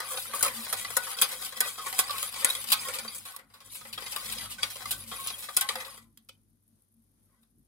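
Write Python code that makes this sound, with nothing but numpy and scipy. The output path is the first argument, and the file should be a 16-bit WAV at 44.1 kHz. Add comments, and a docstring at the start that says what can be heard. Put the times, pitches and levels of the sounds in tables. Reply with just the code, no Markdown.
"""Quick clusters of steel ticks and a rasping scrape: a wire whisk beats batter in a saucepan, heard from close by.
Blows and friction are noise-like forces that excite three damped resonators: pan floor, pan wall and wires.
Single modes sing out as short gliding tones; at times the pan rocks with a low note, a sine in soft swells.
Filtered noise and two mains tones make hum, rumble and faint hiss; decaying treble noise bursts make foam pops.
A short, faint echo of decaying noise is the quiet kitchen."""
import sys
import numpy as np
from scipy import signal
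from scipy.fft import rfft, irfft, next_fast_len
from scipy.io import wavfile
from scipy.ndimage import uniform_filter1d

SR = 44100
rng = np.random.default_rng(int(sys.argv[2]) if len(sys.argv) > 2 else 0)


def int16_out(signal):
    """Quantize to a 16-bit WAV file."""
    q = np.round(np.clip(np.atleast_2d(signal).T, -1, 1) * 32767)
    wavfile.write(sys.argv[1], SR, q.astype(np.int16))


N = 338247

# Level of hum, rumble and mains tones before their waver: (time [s], level [dB])
HUM_LEVEL = [(0.0, -58.5), (0.35, -62), (0.5, -58), (1.28, -59), (1.8, -62), (2.1, -61), (2.3, -61),
             (2.55, -60.5), (2.76, -59), (3.1, -61.5), (3.5, -67.5), (4.29, -55.5), (4.8, -59.5),
             (5.3, -56.5), (5.7, -66.5), (5.94, -60.5), (6.62, -74.5), (7.0, -68.5), (7.67, -66.5)]
# Hum lines, resonances of noise: (frequency [Hz], width [Hz], relative level [dB])
HUM_LINES = [(99.5, 12, -1), (145, 10, -6.5), (219, 21, -3.5)]
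# Spectrum of rumble and hiss: (frequency [Hz], relative density [dB per Hz])
AIR_SPECTRUM = [(18, -40.5), (30, -1.5), (55, -2.5), (75, -13.5), (109, -7.5), (233, 0.5), (600, -21.5),
                (2830, -33.5), (3140, -30), (5740, -29), (6720, -28), (7470, -36.5), (9710, -18),
                (14000, -29), (16000, -47.5)]
# Swells of the rocking pan: (time [s], peak level [dB], half-width to 1/e [ms])
ROCKS = [(.595, -42.5, 37), (.33, -57, 42), (1.61, -57, 35), (2.7, -52.5, 28), (3.06, -48.5, 36),
         (3.88, -61.5, 50), (4.56, -57.5, 38), (5.09, -49.5, 32), (5.76, -55, 30), (6.03, -59.5, 67),
         (6.2, -65, 32), (6.719, -70, 53), (6.99, -61, 39), (7.42, -65, 44)]
# Dense upper modes and microphone colour: (frequency [Hz], relative density [dB per Hz])
UPPER_MODES = [(210, -44), (350, -29.5), (522, -5), (653, -8), (974, 0), (1140, 3), (1650, -4), (2500, 0),
               (2710, -7.5), (3230, -1), (4750, -4.5), (5940, -11), (8000, -6), (10000, 0), (11200, 1),
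               (12500, -5), (15300, -7.5), (15700, -14), (15900, -36), (16600, -43)]
# Clear pan modes: (frequency [Hz], width before narrowing [Hz], relative level [dB])
PAN_MODES = [(539.5, 83, -10), (797, 21, -18.5), (1096.4, 35, -7), (1230, 70, -4.5), (1496, 20, -8),
             (1963, 22, -2), (2410, 41, -0.5), (3460, 58, -8.5), (3820, 430, 2.5), (4775, 170, 4.5),
             (5990, 48, -16.5)]
# Floor, wall and wires in turn: (low edge [Hz], high edge [Hz], t60 [s], share common to both ears [1],
# blow gain [dB], scrape gain [dB], clear-mode gain [dB], crack against ring [1], crack decay [s])
PARTS = [(400, 2200, 0.24, 0.62, 0.5, -8, -1.5, 2.4, 0.0035),
         (2530, 6800, 0.14, 0.13, 2.5, -3, -13, 3.5, 0.0019),
         (5905, 38000, 0.066, 0.041, 0.5, 0, -41, 5.6, 0.0011)]
# Clear blows: (time [s], wire drive [dB], floor drive [dB], wall drive [dB], cluster length [ms])
BLOWS = [(0.003, -33, -33.5, -34.5, 5.9), (0.111, -60, -44.5, -66, 66), (0.141, -46, -49, -42.5, 3.5),
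         (0.173, -45, -42.5, -33.5, 4.6), (0.253, -53.5, -46, -58, 4), (0.336, -33.5, -35, -36, 6.4),
         (0.346, -33.5, -47, -46, 40), (0.393, -32.5, -67, -62, 7.9), (0.408, -30.5, -52, -61, 9),
         (0.4267, -12.5, -28, -27, 2), (0.4294, -17, -27, -34, 2.9), (0.433, -26, -38, -33.5, 18),
         (0.448, -29.5, -37, -38, 10), (0.461, -28, -35, -41, 10), (0.479, -32, -42, -40, 8),
         (0.666, -53, -39.5, -40, 4.3), (0.727, -25, -32.5, -35, 13), (0.848, -55, -43, -34.5, 5.9),
         (0.903, -35.5, -38.5, -42, 9), (0.967, -17, -29.5, -29.5, 3.3), (0.971, -19.5, -30.5, -34, 4.3),
         (1.068, -55, -39.5, -53, 11), (1.123, -46, -41.5, -57, 5.5), (1.169, -43, -55, -46, 30),
         (1.187, -50, -65, -31, 3), (1.215, -14, -32, -31, 4.2), (1.22, -14, -30, -21, 3.6),
         (1.225, -25, -39, -30, 19), (1.412, -43, -54, -59, 22), (1.421, -50, -60, -47.5, 29),
         (1.462, -38, -54, -40, 7.7), (1.525, -56, -45.5, -47, 11), (1.568, -38, -49, -42.5, 10),
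         (1.605, -14.5, -36, -30, 2.6), (1.609, -22.5, -30.5, -28.5, 5.3), (1.756, -55, -52, -49, 6),
         (1.78, -63, -44.5, -44, 41), (1.861, -36, -40, -40.5, 24), (1.927, -34, -38, -34.5, 4.8),
         (1.983, -29, -41, -37, 6), (1.99, -16, -28.5, -23, 4.3), (1.994, -19, -33.5, -29.5, 10.8),
         (2.095, -50, -38, -39, 5), (2.107, -36, -47, -34, 6), (2.182, -33, -43.5, -36, 4.2),
         (2.228, -21.5, -33.5, -32, 2.6), (2.235, -35, -53, -45, 15), (2.341, -39, -48, -40, 6.5),
         (2.361, -40, -41, -38, 7.3), (2.446, -14.5, -27, -27, 6.8), (2.501, -27, -44, -37, 6),
         (2.551, -29, -43, -32, 2.8), (2.641, -35, -41.5, -42, 6), (2.686, -36, -62, -38, 6),
         (2.702, -30, -47, -35, 11), (2.719, -18, -32.5, -22.5, 5.7), (2.724, -19, -35, -24.5, 5.2),
         (2.73, -21.5, -35, -26, 8.7), (2.79, -50, -57, -47, 5), (2.849, -38, -59, -45, 13),
         (2.884, -32.5, -37.5, -39.5, 7.8), (2.936, -38, -73, -42, 31), (2.986, -34, -41, -37, 10),
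         (3.049, -56, -39.5, -55, 6), (3.078, -53, -62, -42, 7.9), (3.147, -36.5, -56.5, -54, 30),
         (3.182, -39, -75, -56, 6.4), (3.253, -43.5, -52, -49.5, 73), (3.363, -35.5, -51, -46.5, 4.1),
         (3.389, -54, -52, -58.5, 16), (3.501, -71.5, -62, -68.5, 14), (3.538, -57, -56, -59, 33),
         (3.604, -56, -56.5, -55, 23), (3.672, -58, -60, -64, 13), (3.749, -48, -54.5, -53, 17),
         (3.811, -58, -48.5, -49, 6), (3.851, -60, -42.5, -51, 6.8), (3.928, -41, -58, -42.5, 22),
         (3.977, -48, -41, -41.5, 10.5), (4.022, -52, -44, -45, 9.8), (4.062, -46, -46.5, -42, 13),
         (4.124, -58, -47, -48, 27), (4.162, -31, -39, -37, 7), (4.26, -52, -54, -40, 6),
         (4.299, -42, -48, -38, 7.4), (4.383, -41, -53, -39, 10), (4.41, -53, -55, -44.5, 7.1),
         (4.455, -48, -61, -46, 5.9), (4.514, -41.5, -72, -42, 29), (4.583, -67, -52, -49.5, 53),
         (4.626, -42, -50, -42, 4.9), (4.631, -29, -35, -29, 3.5), (4.637, -38, -43.5, -35.5, 10.4),
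         (4.701, -41.5, -57, -47.5, 59), (4.757, -54, -45.5, -43, 6.5), (4.803, -63, -46.5, -49, 9.3),
         (4.818, -50, -48, -47, 8.7), (4.856, -40, -41, -39, 6.8), (4.908, -26.5, -45, -34.5, 22.6),
         (5.113, -59, -44, -44.5, 44), (5.249, -48, -64, -47, 3), (5.262, -48, -46, -43, 8),
         (5.272, -27.5, -50, -35.5, 2.8), (5.277, -37, -49, -34, 14), (5.301, -44, -41.5, -39, 6.4),
         (5.382, -44, -69, -55, 38), (5.424, -41.5, -55, -47, 37), (5.487, -49, -41, -47, 13.5),
         (5.566, -18, -41, -30, 1.8), (5.568, -19.5, -40, -27, 2.2), (5.571, -14, -35, -25.5, 2.1),
         (5.574, -33.5, -49, -38.5, 31), (5.61, -17, -40, -31, 2.5), (5.614, -29, -40, -33.5, 11.4),
         (5.689, -30.5, -33.5, -29.5, 8), (5.755, -35, -32, -37, 5.7), (5.802, -58, -43.5, -40.5, 11),
         (5.848, -57, -61, -40, 6.3), (5.943, -48, -46, -52, 4.5), (5.976, -47.5, -52, -53, 5.5),
         (6.174, -46, -68, -56, 2.7), (6.288, -47.5, -74, -51, 3.7), (6.292, -50.5, -60.5, -47.5, 3.4),
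         (7.43, -67, -76, -73, 8)]
# Scraping: (time [s], wire pressure [dB], floor against wires [dB]); the last is high on the bottom
SCRAPE = [(0.0, -48, 13.5), (0.17, -33, -26.5), (0.32, -45, 1), (0.49, -41, -5), (0.8, -42.5, -7),
          (1.05, -40.5, -6.5), (1.28, -41, -2.5), (1.38, -42.5, -8), (1.45, -38, -8), (1.5, -48.5, -5.5),
          (1.575, -43, -3), (1.6, -48.5, -7), (1.65, -34, -0.5), (1.74, -45, -14), (1.8, -42, -10),
          (2.0, -40, -9.5), (2.08, -42, 4), (2.19, -38.5, -7.5), (2.35, -45, -5), (2.46, -34.5, -1.5),
          (2.62, -40.5, -8.5), (2.81, -42, -3.5), (3.03, -45, -4), (3.17, -48.5, -7.5), (3.34, -61.5, -12),
          (3.41, -72, 6), (3.47, -79, 5.5), (3.61, -68, -0.5), (3.73, -43.5, -18), (3.9, -54, -4.5),
          (4.1, -44, -6.5), (4.3, -38.5, -8), (4.43, -41, -5), (4.56, -53.5, -3.5), (4.64, -48, -12),
          (4.84, -44, -4), (5.03, -47.5, -10.5), (5.22, -41.5, -8.5), (5.38, -46.5, -13), (5.53, -47, -10),
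          (5.82, -46, 1.5), (5.96, -52.5, -8.5), (6.03, -68, -13), (6.15, -101, -2), (7.22, -99, 5.5),
          (7.29, -92, 11.5), (7.345, -91, 13.5), (7.4, -92.5, 8), (7.5, -99, 5)]
# Single modes under a sliding wire, before flutter:
# (time of peak [s], frequency [Hz], peak level [dB], fall time for 6 dB, at least 4 [ms])
PINGS = [(0.016, 1256, -42.5, 21), (0.09, 1130, -44.5, 8), (0.11, 1175, -40, 7), (0.178, 1490, -45.5, 15),
         (0.18, 790, -46.5, 12), (0.257, 1360, -44, 6), (0.344, 1150, -33.5, 11), (0.414, 1500, -39, 3),
         (0.432, 1160, -39, 9), (0.437, 3190, -45, 35), (0.44, 1200, -32, 8), (0.453, 1300, -28.5, 0),
         (0.467, 1300, -36, 2), (0.483, 2450, -34.5, 1), (0.575, 1197, -47.5, 20), (0.62, 1140, -47, 10),
         (0.672, 1120, -50, 16), (0.731, 1300, -31, 4), (0.822, 1980, -44, 11), (0.853, 1150, -36, 7.5),
         (0.854, 2000, -33.5, 1), (0.972, 1980, -34.5, 4), (0.975, 1310, -34, 9), (1.074, 1107, -43, 20),
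         (1.173, 1430, -40.5, 5), (1.222, 2440, -35, 10), (1.224, 3400, -38, 12), (1.227, 1330, -42, 33),
         (1.611, 7300, -39, 6), (1.622, 1520, -37, 14), (1.637, 1200, -37, 8), (1.66, 2500, -40, 6),
         (1.686, 1500, -40.5, 3), (1.795, 1257, -38.5, 14), (1.84, 1040, -44.5, 18), (1.871, 1135, -34, 8),
         (1.934, 764, -41, 16), (2.098, 1170, -28.5, 6.5), (2.11, 1150, -34.5, 11), (2.145, 1100, -41, 17),
         (2.241, 1244, -44, 18), (2.458, 1455, -37.5, 26.5), (2.504, 3830, -30, 6.5), (2.558, 3390, -39, 2),
         (2.728, 4730, -27, 7), (2.735, 3650, -34, 12), (2.74, 1272, -35, 18.5), (2.796, 4940, -42, 12.5),
         (2.857, 1890, -43.5, 15), (2.86, 1084, -40, 20), (2.893, 1410, -43, 8.5), (3.055, 1160, -52, 12),
         (3.083, 4630, -41, 7), (3.27, 1107, -55, 27), (3.347, 1116, -45, 9), (3.548, 1140, -58, 13),
         (3.818, 1240, -46, 5.5), (3.933, 4470, -41, 9), (3.982, 3260, -33, 4), (3.984, 1230, -38, 3),
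         (4.07, 2080, -42, 5), (4.167, 4920, -37, 0), (4.41, 2005, -45.5, 9), (4.418, 3240, -48, 5),
         (4.459, 1295, -45, 17), (4.592, 1516, -43, 8), (4.633, 3360, -24.5, 2.5), (4.637, 1180, -39, 6),
         (4.862, 1157, -42, 11), (4.861, 2070, -41, 7), (4.925, 1530, -46.5, 29), (5.198, 1087, -43.5, 28),
         (5.306, 3860, -37, 2), (5.34, 3260, -43, 11), (5.493, 1155, -49.5, 16), (5.585, 1453, -35, 12),
         (5.572, 2590, -38, 13), (5.58, 1077, -49, 28.5), (5.617, 1546, -38, 23), (5.625, 824, -44.5, 27),
         (5.635, 1079, -41.5, 51), (5.694, 1930, -41, 3), (5.704, 1174, -38.5, 13.5),
         (5.762, 1195, -44, 2.5), (5.765, 1540, -49.5, 19.5), (5.768, 521, -42, 20.5),
         (5.86, 544, -55, 25.5), (5.886, 1130, -49.5, 8), (5.93, 1085, -56, 18.5), (6.04, 1027, -78.5, 46),
         (6.178, 5060, -60.5, 4), (6.293, 1310, -52, 3), (6.297, 3040, -49.5, 5.5), (6.32, 3000, -72, 8.5),
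         (6.334, 3050, -75, 4), (6.354, 3080, -74, 8), (7.315, 1050, -82, 6), (7.332, 1080, -76.5, 6),
         (7.346, 1020, -77.5, 10), (7.375, 993, -83, 9)]

HISS_DB, HUM_WAVER_DB = -76.5, 3
MAINS_HZ, MAINS_DB, OCTAVE_HZ, OCTAVE_DB = 49.8, -8, 100.5, -4.5  # dB relative to HUM_LEVEL
FOAM_RATE, FOAM_DB, FOAM_SCATTER_DB, FOAM_MS = 80, -77.5, 2, 3.8  # pops per s; decay to 1/e
ROCK_HZ = 227.3
PLACES = 8  # contact places on the pan, each with its own ring
PLACE_SCATTER_DB = 2.5  # unevenness of the colour between places
PLACE_SHIFT = 0.07  # largest share by which the treble hump moves with the place
PLACE_DETUNE = 0.025  # share by which modes scatter with the place and the batter on the wall
CATCH_RATE, CATCH_DB = 400, 19  # catches per s; against the even rub
CRACK, CRACK_S = 2.4, 0.0027  # crack against ring, and its decay to 1/e
THUD_DB, THUD_T60_S = -32.5, 0.099
BLOW_PAN_DB, BLOW_PAN_SCATTER_DB = 0.4, 2.5  # left minus right
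FIRST_WIRE_DB = 16.5  # peak of the first tick, relative to the blow's drive
LIGHT_RATE, LIGHT_MS = 14, 12  # chance blows per s; mean cluster length
LIGHT_DB, LIGHT_SCATTER_DB = -7, 2  # against the scraping
WALL_DB, WALL_FOLLOWS_FLOOR = -1, 0.26  # wall against wires; share of the floor's lean
WIRES_PAN_DB = 1.5  # wires, left minus right: the whisk stands left of the pan's middle
RISE_MS, RISE_PER_FALL = 4.5, 0.36  # long pings also swell more slowly
KITCHEN_T60_S, KITCHEN_DB = 0.47, -21.5
TOP_HZ = 16300
OPPOSED = np.array([[1], [-1]])  # left up, right down


def undb(db):
    """Decibel law: level to amplitude ratio."""
    return 10 ** (np.asarray(db) / 20)


def unit(x):
    """Normalization to unit root mean square."""
    return x / np.sqrt(np.mean(x ** 2))


def curve(table):
    """Linear interpolation of a table's columns, one value a sample."""
    s, *columns = np.transpose(table)
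    return [np.interp(np.arange(N) / SR, s, c) for c in columns]


def colour(x, points, lo_hz=1., hi_hz=30800.0):
    """Spectral shaping by (frequency [Hz], level [dB]) points within a band."""
    n = next_fast_len(x.shape[-1])
    hz = np.maximum(np.arange(n // 2 + 1) * SR / n, 1)
    point_hz, point_db = np.array(points).T
    gain = undb(np.interp(np.log(hz), np.log(point_hz), point_db))
    edges = 1 / np.sqrt((1 + (lo_hz / hz) ** 12) * (1 + (hz / hi_hz) ** 12))
    return irfft(rfft(x, n) * gain * edges, n)[..., :x.shape[-1]]


def ring(x, hz, width_hz):
    """Damped resonance: a two-pole filter whose impulse response has about unit energy."""
    r = np.exp(-np.pi * width_hz / SR)
    w = 2 * np.pi * hz / SR
    gain = np.sin(w) * np.sqrt(2 * (1 - r * r))
    return signal.lfilter([gain], [1, -2 * r * np.cos(w), r * r], x)


def walk(rate):
    """Slow random modulation: levels drawn at this rate per s and slewed; spread near 1."""
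    k = int(SR / rate)
    held = np.repeat(rng.standard_normal(N // k + 1), k)
    return 1.05 * uniform_filter1d(held, k)[:N]


def tail(t60, common, points, lo_hz, hi_hz, crack=CRACK, crack_s=CRACK_S):
    """Modal overlap: many close modes act as decaying noise after a crack; unit energy for each ear."""
    t = np.arange(SR // 5) / SR
    common = np.clip(common, 0, 1)
    shared = np.sqrt(common) * rng.standard_normal(len(t))
    noise = shared + np.sqrt(1 - common) * rng.standard_normal((2, len(t)))
    decay = np.exp(-np.log(1000) * t / t60) + crack * np.exp(-t / max(crack_s, 1 / SR))
    out = colour(noise, points, lo_hz, hi_hz) * decay
    return out / np.sqrt(np.mean(out ** 2, axis=1, keepdims=True) * len(t))


def kitchen_air():
    """Superposition of steady sources: mains tone, near-octave, hum lines, rumble and thin hiss."""
    hum = 0
    for hz, width, db in HUM_LINES:
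        source = rng.standard_normal(N) + 0.41 * rng.standard_normal((2, N))  # nearly alike in both ears
        hum = hum + undb(db) * unit(ring(source, hz, width))
    hum = colour(hum, [(30, 0.0041), (300, 0.011)], 75., 460.0)
    apart = 0.25 * np.array([walk(8), walk(8)])  # phase drift of each ear in radians
    mains_phase = 2 * np.pi * MAINS_HZ * np.arange(N) / SR + apart
    mains = undb(MAINS_DB + 1.5 * walk(3.9)) * np.sin(mains_phase)
    octave_phase = 2 * np.pi * np.cumsum(OCTAVE_HZ + 1.6 * walk(3.7)) / SR + apart
    mains = mains + undb(OCTAVE_DB + 2.5 * walk(9.2)) * np.sin(octave_phase)
    rumble = rng.standard_normal(N) + 0.56 * rng.standard_normal((2, N))
    rumble = colour(rumble, AIR_SPECTRUM, 38.0, 380.0)
    hiss = colour(rng.standard_normal((2, N)), AIR_SPECTRUM, 450.) * undb(1.5 * walk(12))
    low_level = undb(curve(HUM_LEVEL)[0] + HUM_WAVER_DB * walk(9.4))
    low = low_level * (undb(-7.0) * hum + undb(-6.0) * unit(rumble) + mains)
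    return (low + undb(HISS_DB) * unit(hiss)) * undb(1.4 * OPPOSED)


def foam():
    """Impulsive radiation: tiny bubbles burst on the batter as chance treble noise pops."""
    starts = (rng.random(N) < FOAM_RATE / SR) * undb(FOAM_SCATTER_DB * rng.standard_normal(N))
    fade = signal.lfilter([1], [1, -np.exp(-1000 / (FOAM_MS * SR))], starts)
    pops = colour(fade * rng.standard_normal((2, N)), UPPER_MODES, 9100.0, 14000.)
    return undb(FOAM_DB) * unit(pops) * undb(np.array([[1.6], [-1.4]]))


def rocking():
    """Rigid-body oscillation: the pan rocks on its stand in soft swells of one low note."""
    t = np.arange(N) / SR
    swell = sum(undb(db) * np.exp(-((t - s) * 1000 / ms) ** 2) for s, db, ms in ROCKS)
    return swell * np.sin(2 * np.pi * ROCK_HZ * t) * undb(1.5 * OPPOSED)


def scraping():
    """Friction: levels in dB of the drag on wires, floor and wall."""
    wires_db, lean_db = curve(SCRAPE)
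    return wires_db, wires_db + lean_db, wires_db + WALL_DB + WALL_FOLLOWS_FLOOR * lean_db


def grit(scatter_db):
    """Random microcontacts of unequal size whose strength evens out over a few ms."""
    x = rng.standard_normal(N) * undb(scatter_db * rng.standard_exponential(N))
    return unit(x / (uniform_filter1d(x ** 2, size=SR // 250) + 1e-9) ** .3)


def rubbing():
    """Stick and slip: lone ticks, as wires catch on the steel, over an even rub."""
    catch = rng.random(N) < CATCH_RATE / SR
    catch = catch * undb(CATCH_DB + 0.9 * rng.standard_normal(N))
    return unit(grit(2.4) + catch)


def light_blows():
    """Random impacts: rows of chance blows whose strength follows the scraping."""
    u = rng.random((int(LIGHT_RATE * SCRAPE[-1][0]), 2)).T
    s = u[0] * SCRAPE[-1][0]
    scatter = LIGHT_SCATTER_DB * rng.standard_normal((len(s), 3)).T
    db = np.array(scraping())[:, (s * SR).astype(int)] + LIGHT_DB + scatter
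    return np.transpose([s, *db, -LIGHT_MS * np.log(1 - u[1])])


def blows():
    """Impact forces (part, ear, sample): the first wire is one hard tick, the others rattle after it."""
    force, knock = np.zeros((3, 2, N)), grit(4.2)
    t = np.arange(SR // 8) / SR
    for s, wires_db, floor_db, wall_db, ms in [*BLOWS, *light_blows()]:
        i = int(s * SR)
        pan_db = BLOW_PAN_DB + BLOW_PAN_SCATTER_DB * rng.standard_normal()
        fade = np.exp(-(t * 1000 / max(ms, 1)) ** 1.5)
        rattle = fade * knock[i:i + len(t)]
        rattle = rattle * np.linalg.norm(fade) / np.linalg.norm(rattle)  # same energy, however wires fall
        shape = rattle + undb(FIRST_WIRE_DB) * (t == 0)
        size = undb([floor_db, wall_db, wires_db])[:, None] * undb(np.array([pan_db, -pan_db]) / 2)
        force[:, :, i:i + len(t)] += size[:, :, None] * shape
    return force


def upper_modes_at_place():
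    """Position-dependent excitation: upper-mode colour at one contact place; the top edge stays."""
    hz, db = np.transpose(UPPER_MODES)
    hump = (hz > 6000) * (hz < 13000)
    hz = hz * (1 + PLACE_SHIFT * np.tanh(rng.standard_normal()) * hump)
    return np.transpose([hz, db + PLACE_SCATTER_DB * rng.standard_normal(len(hz)) * (hz < 15000)])


def swell_ms(s, fall):
    """Causality: the rise time of a ping is limited by the time since the last clear blow."""
    since_ms = 1000 * min(s - row[0] for row in BLOWS if row[0] < s)
    return min(RISE_MS + RISE_PER_FALL * fall, 0.81 * since_ms)


def chatter(level_db, rate, scatter_db):
    """Random modal excitation: rows of chance pings near pan modes, whose level follows the scraping."""
    u = rng.random((int(rate * SCRAPE[-1][0]), 5)).T
    s = u[0] * SCRAPE[-1][0]
    hz, _, db = np.array(PAN_MODES)[(u[1] * len(PAN_MODES)).astype(int)].T
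    hz = hz * (1 + 0.18 * (u[2] - .5))
    part = (hz > PARTS[0][1]).astype(int)  # floor below its upper edge, wall above
    db = .5 * db + level_db[part, (s * SR).astype(int)] + scatter_db * u[3] ** 2
    return np.transpose([s, hz, db, 2.8 + 3.8 * u[4], 1.4 + 5.6 * u[4]])


def pings(rows, glide):
    """Single-mode vibration: tones swell, fade, bend as the batter moves and reach the ears out of step."""
    out = np.zeros((2, N + SR // 5))
    t = np.arange(-SR // 20, SR // 7) / SR
    for (s, hz, db, rise, fall), (bend, turn, pan) in zip(rows, rng.standard_normal((len(rows), 3))):
        swell = np.exp(-(t * 1000 / max(rise, 1)) ** 2)
        fade = 2 ** (-(np.abs(t) * 1000 / max(fall, 4)) ** 1.5)
        shape = np.where(t < 0, swell, fade)
        phase = 2 * np.pi * hz * (t + glide * bend * t * t)
        apart = OPPOSED * np.tanh(turn) * min(hz / 1800., 1.3)
        tone = undb(db + OPPOSED * (-0.5 + pan)) * shape * (np.sin(phase) + apart * np.cos(phase))
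        i = int(s * SR) - SR // 20
        out[:, max(i, 0):i + len(t)] += tone[:, max(-i, 0):]
    return out[:, :N]


def singing(floor_db, wall_db):
    """Modes under a sliding wire: small chance pings and the clear ones, which flutter as it keeps touching."""
    small = chatter(np.array([floor_db - 2.5, wall_db - 5.5]), 120., 6.0)
    clear = [(s, hz, db, swell_ms(s, fall), fall) for s, hz, db, fall in PINGS]
    return pings(small, .5) + pings(clear, .05) * undb(1.2 + 3 * walk(110))


def whisk():
    """Forced vibration: blows and drag drive floor, wall and wires at a wandering contact place."""
    wires_db, floor_db, wall_db = scraping()
    moving = np.arange(N) / SR < SCRAPE[-1][0]
    slip_db = 2.65 * walk(60)
    hold = SR // 26  # samples before the next draw of a contact place
    place = np.repeat(rng.integers(0, PLACES, N // hold + 1), hold)[:N]
    rub, force, out = rubbing(), blows(), 0
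    for k, (lo, hi, t60, common, blow_db, scrape_db, modes_db, *crack) in enumerate(PARTS):
        part_db = (floor_db, wall_db, wires_db)[k]
        drag = undb(part_db + scrape_db + slip_db + 1.2 * walk(22)) * moving
        push = undb(blow_db) * force[k] + drag * rub * undb(0.8 * OPPOSED)
        push = push * undb(WIRES_PAN_DB * k / 4 * OPPOSED)  # none for floor, half for wall
        for p in range(PLACES):
            dense = tail(t60, common, upper_modes_at_place(), lo, hi, *crack)
            out = out + signal.oaconvolve(push * (place == p), dense, axes=1)[:, :N]
        for hz, width, db in PAN_MODES:
            if lo <= hz < hi:
                ears = np.array([[1], [np.cos(hz / 1000.0)]])
                drive = push[0] * undb(db + modes_db + 4.44 * walk(25))
                mode = 0
                for p in range(PLACES):
                    place_hz = hz * (1 + PLACE_DETUNE * rng.standard_normal())
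                    mode = mode + ring(drive * (place == p), place_hz, 0.52 * width)
                out = out + ears * mode
    out = out + singing(floor_db, wall_db)
    # a pan full of batter radiates little below its lowest mode
    out = signal.sosfilt(signal.butter(4, 420., "high", fs=SR, output="sos"), out)
    # blows also shake the whole pan on its stand
    thud = tail(THUD_T60_S, 0.85, [(120, 0.066), (400, -1.57)], 130., 580.0)
    return out + undb(THUD_DB) * signal.oaconvolve(force[2], thud, axes=1)[:, :N]


def kitchen_echo(near):
    """Reverberation: the whisk convolved with a short decaying noise, darker in the treble."""
    walls = tail(KITCHEN_T60_S, 0.38, [(300, 14.5), (3000, -3.5), (15000, -3.5)], 200.0, 16000.)
    echo = signal.fftconvolve(near.mean(axis=0, keepdims=True), walls, axes=1)[:, :N]
    return undb(KITCHEN_DB) * echo


def scene():
    """Linear superposition of the background, the rocking pan and the whisk with its echo."""
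    near = whisk()
    return kitchen_air() + foam() + rocking() + kitchen_echo(near) + near


def record(dry):
    """Band limitation: a steep low-pass filter, as in a phone, cuts the top."""
    return signal.sosfilt(signal.ellip(8, .2, 60, TOP_HZ, fs=SR, output="sos"), dry)


dry = scene()
out = record(dry)
int16_out(out)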